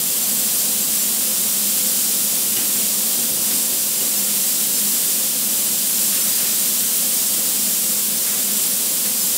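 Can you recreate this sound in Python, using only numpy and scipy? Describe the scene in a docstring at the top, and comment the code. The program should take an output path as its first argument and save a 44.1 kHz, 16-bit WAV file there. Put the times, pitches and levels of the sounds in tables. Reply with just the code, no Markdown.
"""A workshop bay filled by the steady hiss of leaking compressed air, over the drone of an extraction fan.
Hiss and drone are shaped noise with resonant peaks; small patches of the treble turn wide for a moment.
A worker shuts steel clamps (decaying sines) and sets parts down on a steel table (decaying noise bands);
the blows barely rise out of the hiss. One microphone with a bass cut feeds both channels."""
import sys
import numpy as np
from scipy import signal
from scipy.fft import rfft, irfft, next_fast_len
from scipy.io import wavfile

SR = 44100
rng = np.random.default_rng(int(sys.argv[2]) if len(sys.argv) > 2 else 0)


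def dump_mix(stems):
    """Bounce the given channels to the path in sys.argv[1] as a 16-bit WAV at rate SR."""
    frames = np.atleast_2d(stems).T  # one column per channel
    limited = np.clip(frames, -1, 1)  # hard clip at full scale
    pcm = np.round(limited * 32767).astype(np.int16)
    wavfile.write(sys.argv[1], SR, pcm)


def attenuation_scalar(level_db):
    """Turn a level in dB into a linear amplitude multiplier (20 dB per decade)."""
    decades = np.asarray(level_db, float) / 20
    return 10 ** decades


N = 413216
TOP_CUT_HZ = 15740


def rms_one(x):
    """Scale to rms 1."""
    return x / np.sqrt(np.mean(x ** 2) + 1e-20)


def drift(corner_hz):
    """Slow random wander of rms 1: coarse noise through two equal one-pole low-passes."""
    step = 40   # samples per coarse point
    run_in = 2000
    pole = np.exp(-2 * np.pi * corner_hz * step / SR)
    coarse = rng.standard_normal(N // step + run_in + 2)
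    slow = signal.lfilter([1], [1, -2 * pole, pole * pole], coarse)[run_in:]
    return np.interp(np.arange(N) / step, np.arange(len(slow)), rms_one(slow))


def coloured_noise(spectrum, peaks):
    """Noise with a broad spectrum and narrow bell-shaped peaks; rms 1."""
    size = next_fast_len(N)
    hz = np.arange(size // 2 + 1) * SR / size + 1e-3   # offset keeps the log finite
    knots_hz, knots_db = np.transpose(spectrum)
    shape_db = np.interp(np.log(hz), np.log(knots_hz), knots_db)
    for peak_hz, width_hz, peak_db in peaks:
        shape_db = shape_db + peak_db / (1 + (2 * (hz - peak_hz) / width_hz) ** 2)
    white = rfft(rng.standard_normal(size))
    return rms_one(irfft(white * attenuation_scalar(shape_db), size)[:N])


def band_noise(band_hz):
    """White noise through a band-pass; rms 1."""
    band = signal.butter(2, band_hz, "band", fs=SR, output="sos")
    return rms_one(signal.sosfilt(band, rng.standard_normal(N)))


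def dying(start_s, level_db, t60_s, rise_s):
    """Envelope of one blow: quick exponential rise, then exponential decay, cut at t60."""
    out = np.zeros(N)
    start = round(start_s * SR)
    since_s = np.arange(min(N - start, round(t60_s * SR))) / SR
    rise = 1 - np.exp(-since_s / rise_s)
    out[start:start + len(since_s)] = attenuation_scalar(level_db - 60 * since_s / t60_s) * rise
    return out


HOSE_HZ, HOSE_WIDTH_HZ = 156.25, 42
HOSE_EVEN_DB, HOSE_ODD_DB, HOSE_SPREAD_DB = 5, 2.5, 1.0   # before the fade
HOSE_CENTRE_HZ, HOSE_REACH_HZ = 8800, 1300   # brightest part of the hiss


def hose_peaks():
    """Air hose resonances at multiples of one pitch: even ones stronger, scattered, fading off centre."""
    order = np.arange(30, 90)
    hz = order * HOSE_HZ
    mean_db = np.where(order % 2, HOSE_ODD_DB, HOSE_EVEN_DB)
    strength_db = mean_db + HOSE_SPREAD_DB * rng.standard_normal(len(hz))
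    fade = np.exp(-0.5 * ((hz - HOSE_CENTRE_HZ) / HOSE_REACH_HZ) ** 2)
    return [(peak_hz, HOSE_WIDTH_HZ, db) for peak_hz, db in zip(hz, strength_db * fade)]


# Air jet spectrum. Each row: frequency in Hz, relative density in dB per Hz.
JET_SPECTRUM = [(700, -29), (1200, -15.5), (2280, -12.5), (2990, -7.5), (3470, -6.5), (4740, -5.5),
                (6750, -3.5), (7850, -1.5), (9020, -1), (11100, -2.5), (13000, -2), (14500, -0.5),
                (16000, -2.5)]
# Peaks from nozzle and nearby reflections. Each row: frequency in Hz, width in Hz, height in dB.
JET_PEAKS = [(4500, 60, 2.5), (4870, 120, 3), (5310, 60, 3), (5970, 160, 2), (7120, 55, 4), (7570, 85, 4),
             (9827, 40, 4), (10569, 45, 5), (11193, 50, 4), (11761, 50, 4), (12050, 62, 4), (13480, 180, 3)]
JET_DB = -17.5
ECHO_DB, ECHO_T60_S, ECHO_BAND_HZ = -41.0, 0.15, (4500, 13000)


def air_jet():
    """Turbulent hiss, fluttering slightly as a whole; dense bright fixture echoes ruffle its spectrum."""
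    lag_s = np.arange(SR // 10) / SR
    echoes = attenuation_scalar(ECHO_DB - 60 * lag_s / ECHO_T60_S) * band_noise(ECHO_BAND_HZ)[:len(lag_s)]
    echoes[0] = 1   # direct sound
    jet = coloured_noise(JET_SPECTRUM, JET_PEAKS + hose_peaks())
    hiss = rms_one(signal.fftconvolve(jet, echoes)[:N])
    flutter_db = 0.4 * drift(1.8) + 0.22 * drift(25.0)
    return attenuation_scalar(JET_DB + flutter_db) * hiss


# Fan and hall rumble. Each row: frequency in Hz, relative density in dB per Hz.
FAN_SPECTRUM = [(15, -72), (25, -42), (53, -60), (88, -17.5), (128, -16), (205, -1), (346, -12), (376, -10),
                (431, -11), (518, -9), (554, -10), (845, -15), (1400, -22.5), (1820, -40), (3080, -120)]
# Duct resonances and wavering motor tones. Each row: frequency in Hz, width in Hz, height in dB.
FAN_PEAKS = [(106, 8.8, 3.5), (148, 10, 1.5), (202.4, 9.9, 7.5), (223.7, 6.2, 4.5), (252.6, 8.6, 5.5),
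             (323.5, 8.2, 7), (375, 10.4, 5.5), (458, 10, 2), (514, 10, 9), (761, 6, 5.5), (1064, 105, 5)]
# Course of the drone, before wander and thinning of the lows. Each row: time in seconds, level in dB.
DRONE_LEVEL = [(0, -35), (2.5, -35.5), (5.3, -35.5), (7.2, -36), (7.8, -35.5), (8.7, -35), (9.37, -36.5)]


def fan():
    """Low drone, wavering in level; below about 118 Hz the sound thins out at random moments."""
    level_db = np.interp(np.arange(N) / SR, *np.transpose(DRONE_LEVEL))
    drone = coloured_noise(FAN_SPECTRUM, FAN_PEAKS)
    low_pass = signal.butter(6, 118, fs=SR, output="sos")
    lows = signal.sosfiltfilt(low_pass, drone)
    lows_db = 3.5 + 8.3 * np.minimum(drift(10.0), 0)
    lows_change = attenuation_scalar(lows_db) - 1   # the drone already holds the lows once
    return attenuation_scalar(level_db + 0.6 * drift(7.8)) * (drone + lows_change * lows)


def treble_flicker():
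    """Now and then a narrow patch of treble turns wide for a moment: noise for the side signal."""
    out = np.zeros(N)
    size, hop, chance = 2048, 1024, 0.095
    window = np.sin(np.pi * np.arange(size) / size)
    starts = np.flatnonzero(rng.random(N // hop - 2) < chance) * hop
    for start, pitch in zip(starts, rng.random(len(starts))):
        hz = 4600 + 10800 * pitch
        edges_hz = [hz - 0.045 * hz - 350, min(hz + 0.05 * hz + 350, TOP_CUT_HZ)]
        band = signal.butter(8, edges_hz, "band", fs=SR, output="sos")
        patch = rms_one(signal.sosfilt(band, rng.standard_normal(size)))
        out[start:start + size] += attenuation_scalar(-32.5 + 5.0 * pitch) * patch * window
    return out


# Clamps and parts land. Each row: start in seconds, thud in dB, clatter in dB, clatter t60 in seconds.
BLOWS = [(2.564, -28.5, -31, .4), (2.75, -34, -34, .2), (3.27, -32, -44, .4), (3.5, -35, -35, .3),
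         (4.005, -35.5, -37, .25), (4.27, -48, -30, .2), (6.12, -44, -35.5, 2.2), (6.4, -40, -40, 1.2),
         (8.262, -40, -34.5, 1.2), (9.05, -37, -34, .27)]
THUD_BAND_HZ, THUD_T60_S, THUD_RISE_S = (143, 420), 0.42, 0.0072
CLATTER_BAND_HZ, CLATTER_RISE_S = (1310, 3600), 0.004


def table():
    """The table top thuds, rising a little late; loose parts and the hall answer with a mid clatter."""
    thud = sum(dying(s, thud_db, THUD_T60_S, THUD_RISE_S) for s, thud_db, _, _ in BLOWS)
    clatter = sum(dying(s, clatter_db, t60_s, CLATTER_RISE_S) for s, _, clatter_db, t60_s in BLOWS)
    return thud * band_noise(THUD_BAND_HZ) + clatter * band_noise(CLATTER_BAND_HZ)


# Clamps snap shut. Each row: start in seconds, level in dB.
SNAPS = [(2.565, -21), (4.005, -27), (6.4, -31)]
# Ringing modes of a steel clamp. Each row: frequency in Hz, mean level re snap in dB, t60 in seconds.
CLAMP_MODES = [(2640, -12, .18), (2900, 0, .1), (3500, -7, .08), (4200, -12, .07), (5700, -6, .08)]
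CONTACT_S, MODE_SPREAD_DB = 0.0027, 1.9


def clamp_ring():
    """Each mode builds up over the few ms of contact, with its own strength per snap, and dies."""
    out = np.zeros(N)
    spread_db = MODE_SPREAD_DB * rng.standard_normal((len(SNAPS), len(CLAMP_MODES)))
    for k, (hz, mode_db, t60_s) in enumerate(CLAMP_MODES):
        swing = np.zeros(N)
        for (start_s, snap_db), offset_db in zip(SNAPS, spread_db[:, k]):
            swing += dying(start_s, snap_db + mode_db + offset_db, t60_s, CONTACT_S)
        cycles = hz * np.arange(N) / SR + rng.random()
        out += swing * np.sin(2 * np.pi * cycles)
    return out


def scene():
    """All sources reach one microphone; the flicker is added left, taken away right."""
    mono = air_jet() + fan() + table() + clamp_ring()
    side = treble_flicker()
    return np.array([mono + side, mono - side])


def band_limit(x):
    """A steep low-pass at the top of the band."""
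    return signal.sosfilt(signal.butter(12, 16950, fs=SR, output="sos"), x)


BASS_CUT_HZ = 66


def record(dry):
    """The microphone cuts the bass; the top is cut like a wall."""
    high_pass = signal.butter(2, BASS_CUT_HZ, "high", fs=SR, output="sos")
    thin = signal.sosfilt(high_pass, dry)
    size = next_fast_len(N)
    passed = np.arange(size // 2 + 1) * SR / size < TOP_CUT_HZ
    mix = irfft(rfft(thin, size) * passed, size)[:, :N]
    return band_limit(mix)


dry = scene()
out = record(dry)
dump_mix(out)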